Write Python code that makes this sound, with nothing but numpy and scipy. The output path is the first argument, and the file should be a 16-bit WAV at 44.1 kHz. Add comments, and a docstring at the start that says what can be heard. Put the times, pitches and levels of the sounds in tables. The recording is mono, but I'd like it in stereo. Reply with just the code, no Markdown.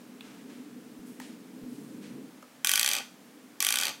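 """First a low rumble and faint hiss, with a few ticks, rubs and soft bumps as hands shift their grip on
a plastic radio transmitter, close by in a small room. Then its spring-loaded steering wheel is turned
and let go twice. Each time it chatters between the two stops of its centring spring, one dull and one
bright, ever faster and weaker, while the hollow case rings and the wheel's hub sings low underneath."""
import sys
import numpy as np
from scipy import signal
from scipy.fft import rfft, irfft
from scipy.io import wavfile

SR = 44100
rng = np.random.default_rng(int(sys.argv[2]) if len(sys.argv) > 2 else 0)


def master(y):
    """Save y as 16-bit WAV."""
    cut = np.clip(np.atleast_2d(y).T, -1, 1)
    pcm = np.round(cut * 32767)  # scale
    wavfile.write(sys.argv[1], SR, pcm.astype(np.int16))


N = 176400
T = np.arange(N) / SR
SHORT = 4096   # samples in one hit
ATTACK_S = 0.00048   # a contact takes this long to load

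# Rides of the rumble and of its deepest part. Each row: time in seconds, level in dB.
RUMBLE_RIDE = [(0.0, -50), (0.42, -48), (0.48, -46.5), (0.62, -45.5), (0.75, -50.5), (0.77, -43.5),
               (0.85, -49), (0.96, -45.5), (1.53, -48.5), (1.56, -43), (2.21, -44), (2.52, -61),
               (3.01, -57), (3.34, -51.5), (3.7, -58.5), (3.91, -54.5), (4.0, -58)]
DEEP_RIDE = [(1.5, -67), (1.8, -56), (2.0, -59.5), (2.15, -55.5), (2.35, -72)]
# Tone of the rumble, the hiss, a tick's snap and a rub. Each row: frequency in Hz, gain in dB.
RUMBLE_EQ = [(40, -49), (100, -34), (130, -41), (160, -16.5), (200, -3.5), (228, -5), (250, 5), (275, -4),
             (300, -2.5), (360, -17), (440, -10.5), (620, -33), (1500, -50)]
HISS_EQ = [(290, -13), (500, -2), (914, -5.5), (1650, -7.5), (2500, -10), (3900, -13.5), (8720, -16),
           (15500, -20.5)]
SNAP_EQ = [(200, -38), (800, 3), (2000, 1), (3500, -3), (8000, -3.5), (16000, -8)]
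RUB_EQ = [(100, -34), (800, -12.5), (2500, -1), (5000, 1), (9000, 3.5), (16000, -9)]
# Plastic ticks. Each row: start in seconds, level in dB, lower and upper resonance in Hz,
# snap against body in dB, t60 in seconds.
TICKS = [(0.2078, -21.5, 2760, 3430, -3, 0.009), (1.1995, -24.5, 950, 1880, 8.5, 0.016),
         (2.425, -26, 550, 1300, 0, 0.023), (2.498, -44, 1500, 2730, -12, 0.02)]
# Skin rubs. Each row: start and length in seconds, level in dB, tilt in dB per octave.
RUBS = [(0.212, 0.3, -52, -9.5), (0.466, 0.24, -54, -9.5), (1.047, 0.2, -56.5, 5), (1.191, 0.2, -49, -6.5),
        (1.637, 0.61, -59, 2), (2.01, .17, -51, -8.5)]
# Bumps of the grip. Each row: start in seconds, level in dB.
BUMPS = [(0.991, -40), (1.633, -37)]
# The wheel hits its two stops in turn. Each row: time in seconds, strength in dB.
STRIKES = [(2.6465, 1.5), (2.6716, 3.5), (2.6930, 1.5), (2.7152, 3), (2.7365, 0), (2.7568, 3),
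           (2.7762, -2.5), (2.7954, 3.5), (2.8123, -2.5), (2.8301, 1.5), (2.8457, -3.5), (2.8615, 1.5),
           (2.8762, -2.5), (2.8889, 0.5), (2.901, -11.5), (2.914, 0), (2.9236, -11.5), (2.9338, 0),
           (2.9419, -12), (2.9513, -2.5), (2.9595, -32), (2.9651, -3.5), (2.971, -22.5), (2.9759, -13),
           (2.9808, -39), (2.985, -7.5), (2.9925, -45), (2.999, -27), (3.005, -22), (3.6041, 2),
           (3.6253, 0), (3.6475, 2), (3.6667, -1), (3.6877, 2), (3.7054, -2.5), (3.7242, 2), (3.7404, -3.5),
           (3.7571, 0), (3.7713, -6), (3.7865, 0.5), (3.8001, -6), (3.8118, -0.5), (3.8236, -10),
           (3.834, -1.5), (3.8446, -11.5), (3.8533, -1), (3.8608, -16), (3.8685, -4), (3.8758, -22),
           (3.8816, -6.5), (3.8870, -35), (3.8924, -8.5), (3.8967, -38), (3.8985, -16), (3.9060, -46),
           (3.912, -38)]
# Crack of each stop. Each row: frequency in Hz, gain in dB.
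DULL_STOP_EQ = [(60, -37), (350, -18), (650, -21.5), (850, -6.5), (1050, -25), (1320, -29), (1480, -0.5),
                (1650, -2), (1900, -4), (2800, -9), (3250, 6.5), (4000, -7.5), (4500, -9), (5000, -1.5),
                (5900, -2.5), (7200, 0), (8100, -2.5), (8600, -3), (9300, 5), (10200, 3), (10700, 2),
                (11400, -4), (12200, 0.5), (13300, -9), (16000, -14)]
BRIGHT_STOP_EQ = [(60, -30), (350, -16), (650, -20), (850, -16), (1050, -13), (1320, -19), (1500, -29),
                  (1900, -3), (2600, 0.5), (3250, 0), (3600, 2.5), (4150, -0.5), (4600, 4), (5400, -1.5),
                  (6000, 6), (7200, -1.5), (8100, 3), (8700, -0.5), (10200, -12), (10800, 3.5),
                  (11300, -5.5), (12100, 2.5), (13300, -9.5), (16000, -13.5)]
# Ring of the case. Each row: pitch in Hz, dB from the dull stop, dB from the bright stop, t60 in seconds.
CASE_MODES = [(1490, -29, -44, 0.038), (1900, -33, -52, 0.024), (2363, -33, -31, 0.043),
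              (2505, -25, -34, 0.032), (3200, -18.5, -25.5, 0.027), (3470, -25, -26, 0.013),
              (4530, -36, -19, 0.0076), (6020, -15, -32, .009), (8180, -15, -22, 0.0087),
              (10300, -18, -28, .01)]
# Placement of the strikes. Each row: frequency in Hz, left over right in dB.
STRIKE_PAN = [(500, -2), (1200, 2.5), (3500, 1), (6000, -2), (8000, 2.5), (10800, -5), (12700, 3),
              (16000, -6.5)]
# Low ring of wheel and spring. Each row: pitch in Hz, level in dB, t60 in seconds,
# dB gained as the swing dies.
HUB_MODES = [(565, -52, 0.097, 8.5), (756.5, -47.5, 0.048, 5), (852, -51.5, 0.028, 11),
             (1139, -34, 0.065, -9)]
# Slaps off table and walls. Each row: left and right delay in seconds, level in dB.
ECHOES = [(.0023, 0.0047, -14), (0.0137, 0.0127, -15), (0.0167, .0168, -13)]
# Room tail. Each row: frequency in Hz, gain in dB, t60 in seconds.
ROOM_TAIL = [(200, -18, 0.16), (804, -3, 0.29), (1300, -3.5, 0.52), (1950, -1, 0.18), (3200, -5.5, 0.34),
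             (5700, -7, 0.34), (9900, -10.5, 0.3), (15000, -8, 0.28)]
# Stereo image of hiss and rubs, clicks and room. Each row: frequency in Hz, left-right likeness (1 is mono).
HISS_LIKENESS = [(300, 0.29), (1000, 0.06), (3000, 0.033), (12000, 0.027)]
CLICK_LIKENESS = [(200, 0.71), (1400, 0.93), (2500, 0.27), (4000, 0.084), (6000, -0.29), (15000, -0.3)]
ROOM_LIKENESS = [(200, 0.24), (1000, 0.088), (2500, 0.01), (12000, 0)]


def from_db(db):
    """Decibels to gain."""
    return 10 ** (np.asarray(db) / 20)


def at_hz(points, hz):
    """Read a curve on a log-frequency axis."""
    points = np.array(points)
    return np.interp(np.log(hz + 1), np.log(points[:, 0]), points[:, 1])


def bins(size):
    """Frequencies of a spectrum."""
    return np.fft.rfftfreq(size, 1 / SR)


def unit(x):
    """Scale to an average energy of one per channel."""
    return x / np.sqrt(np.mean(np.sum(x ** 2, axis=-1)) + 1e-20)


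def colour(x, db):
    """Minimum-phase EQ with a gain for each frequency bin."""
    size = x.shape[-1]
    cepstrum = irfft(np.log(from_db(db)), size)
    cepstrum[1:size // 2] *= 2
    cepstrum[size // 2 + 1:] = 0
    return irfft(rfft(x) * np.exp(rfft(cepstrum)), size)


def widen(pair, likeness):
    """Two unrelated signals become the mid and side of a stereo image."""
    alike = np.clip(at_hz(likeness, bins(pair.shape[-1])), -.98, .98)
    mid = colour(pair[0], 10 * np.log10(1 + alike))
    side = colour(pair[1], 10 * np.log10(1 - alike))
    return np.array([mid + side, mid - side]) / np.sqrt(2)


def noise(eq_db, likeness):
    """Steady stereo noise, rms 1."""
    white = widen(rng.standard_normal((2, N)), likeness)
    return unit(colour(white, eq_db)) * np.sqrt(N)


def burst(white, t60):
    """Dense, quickly dying stereo vibration with an even spectrum."""
    fade = from_db(-60 * T[:SHORT] / t60) * (1 - np.exp(-T[:SHORT] / ATTACK_S))
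    x = widen(white, CLICK_LIKENESS) * fade
    for _ in range(4):
        flattened = irfft(np.exp(1j * np.angle(rfft(x))))
        x = flattened * fade ** (1 / 8)
    return unit(x)


def ring(hz, t60, phase=0):
    """One dying mode."""
    t = T[:SHORT]
    return np.sin(2 * np.pi * hz * t + phase) * from_db(-60 * t / t60) * (1 - np.exp(-t / ATTACK_S))


def add(out, start, sound):
    """Drop a hit into the mix, start in seconds."""
    i = int(start * SR)
    out[:, i:i + SHORT] += sound[..., :N - i]


def background(hiss_db=-55, deep_hz=145):
    """The bed: a low rumble that comes and goes under steady hiss."""
    hz, near_mono = bins(N), [(250, 0.89)]
    rumble = from_db(np.interp(T, *np.transpose(RUMBLE_RIDE))) * noise(at_hz(RUMBLE_EQ, hz), near_mono)
    octaves_away = np.abs(np.log2((hz + 1) / deep_hz)).clip(0, 2)
    deep = from_db(np.interp(T, *np.transpose(DEEP_RIDE))) * noise(-40 * octaves_away, near_mono)
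    hiss = from_db(hiss_db) * noise(at_hz(HISS_EQ, hz), HISS_LIKENESS)
    low_cut = signal.butter(2, 160, "high", fs=SR, output="sos")
    return rumble + deep + signal.sosfilt(low_cut, hiss)


def ticks():
    """Plastic ticks under the fingers: a snap on top of two body resonances."""
    out = np.zeros((2, N))
    for start, db, low_hz, high_hz, snap_db, t60 in TICKS:
        crack = burst(rng.standard_normal((2, SHORT)), t60)
        peaks = [signal.iirpeak(hz, Q=4, fs=SR) for hz in (low_hz, high_hz)]
        body = sum(unit(signal.lfilter(*peak, signal.lfilter(*peak, crack))) for peak in peaks)
        snap = from_db(snap_db) * unit(colour(crack, at_hz(SNAP_EQ, bins(SHORT))))
        add(out, start, from_db(db) * (body + snap))
    return out


def rubs(rise_share=0.14):
    """Skin slides over the case: friction noise that swells quickly and fades."""
    out, hz = 0, bins(N)
    for start, length, db, tilt in RUBS:
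        swell = np.interp(T, [start, start + rise_share * length, start + length], [0, 1, 0])
        eq_db = at_hz(RUB_EQ, hz) + tilt * np.log2(1 + hz / 500)
        out = out + from_db(db) * swell * noise(eq_db, HISS_LIKENESS)
    return out


def bumps():
    """The hands bump the case: soft, low thuds."""
    out = np.zeros((2, N))
    for start, db in BUMPS:
        add(out, start, from_db(db) * ring(hz=70, t60=0.013))
    return out


def case_ring(side, detune=0.0094, spread_db=1.5):
    """The hollow case rings from one strike; the grip shifts its modes a little each time."""
    out = 0
    for hz, *db_by_stop, t60 in CASE_MODES:
        stereo_phase = np.arccos(at_hz(CLICK_LIKENESS, hz)) / 2 * np.array([[1], [-1]])
        strength = rng.choice([-1, 1]) * from_db(db_by_stop[side] + spread_db * rng.normal())
        out = out + strength * ring(hz * (1 + detune * rng.normal()), t60, stereo_phase)
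    return out


def stop_strikes(side, eq, crack_db, fresh_share=0.47, tilt_per_octave=0.37, pivot_hz=4180):
    """The wheel hits one stop: a crack with that stop's own grain, plus the ring of the case."""
    out, hz = np.zeros((2, N)), bins(SHORT)
    own_grain = rng.standard_normal((2, SHORT))
    pan_db = at_hz(STRIKE_PAN, hz) / 2
    octaves = np.log2(np.maximum(hz, 650) / pivot_hz)
    for start, db in STRIKES[side::2]:
        fresh_grain = rng.standard_normal((2, SHORT))
        grain = np.sqrt(1 - fresh_share) * own_grain + np.sqrt(fresh_share) * fresh_grain
        crack = unit(colour(burst(grain, t60=0.0115), at_hz(eq, hz)))
        left, right = from_db(crack_db) * crack + case_ring(side)
        gain_db = db * (1 + tilt_per_octave * octaves)   # weak strikes lose their treble first
        hit = np.array([colour(left, gain_db + pan_db), colour(right, gain_db - pan_db)])
        add(out, start - 0.0003, hit)   # contact begins just before the strike lands
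    return out


def hub_ring(pitch_rise=0.058, full_swing_s=0.021, crossfade_s=0.0034, last_t60=0.02):
    """Each strike chokes and renews the wheel's low ring, which climbs as the swings get shorter."""
    out, starts = np.zeros((2, N)), np.array(STRIKES)[:, 0]
    fade_in = np.clip(T[:SHORT] / crossfade_s, 0, 1)
    for start, gap in zip(starts, np.diff(starts, append=T[-1])):
        last = gap > 2 * full_swing_s   # final strike of a chatter
        spent = 1 if last else np.clip(1 - gap / full_swing_s, 0, 1)
        choke = np.clip(1 - (T[:SHORT] - gap) / crossfade_s, 0, 1)
        for hz, db, t60, swell_db in HUB_MODES:
            phase = 2 * np.pi * hz * start + rng.normal(0, 0.81)
            tone = ring(hz * (1 + pitch_rise * spent), last_t60 if last else t60, phase)
            add(out, start, from_db(db + swell_db * spent) * fade_in * choke * tone)
    return out


def echoes(x):
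    """Table and walls throw each channel back to the opposite side."""
    out = 0
    for left_s, right_s, db in ECHOES:
        slap = np.array([np.interp(T - left_s, T, x[1]), np.interp(T - right_s, T, x[0])])
        out = out + from_db(db) * slap
    return out


def room(x, predelay_s=0.003):
    """Diffuse tail of the small room, hanging longest in the mids."""
    size, table = SR // 2, np.array(ROOM_TAIL)
    white, tail = widen(rng.standard_normal((2, size)), ROOM_LIKENESS), 0
    edges_hz = np.geomspace(100, 18000, 13)
    for low, high in zip(edges_hz, edges_hz[1:]):
        hz = np.sqrt(low * high)
        band = irfft(rfft(white) * ((bins(size) >= low) & (bins(size) < high)), size)
        t60 = at_hz(table[:, ::2], hz)
        fade = unit(from_db(-60 * T[:size] / t60) * (T[:size] > predelay_s))
        tail = tail + from_db(at_hz(table, hz)) * band * fade
    return signal.fftconvolve(x, tail, axes=1)[:, :N]


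def scene(room_send_db=-5):
    """Hands and wheel up close over the bed; each stop excites the room in its own way."""
    dull = stop_strikes(0, DULL_STOP_EQ, crack_db=4.5)
    bright = stop_strikes(1, BRIGHT_STOP_EQ, crack_db=1.5)
    hub_and_hands = hub_ring() + ticks() + bumps()
    near = dull + bright + hub_and_hands
    tail = room(dull) + room(bright) + room(from_db(room_send_db) * hub_and_hands)
    return near + echoes(near) + tail + rubs() + background()


def record(dry):
    """A steep high cut at 15.8 kHz."""
    return signal.sosfilt(signal.ellip(10, .1, 80, 15800, fs=SR, output="sos"), dry)


dry = scene()
out = record(dry)
master(out)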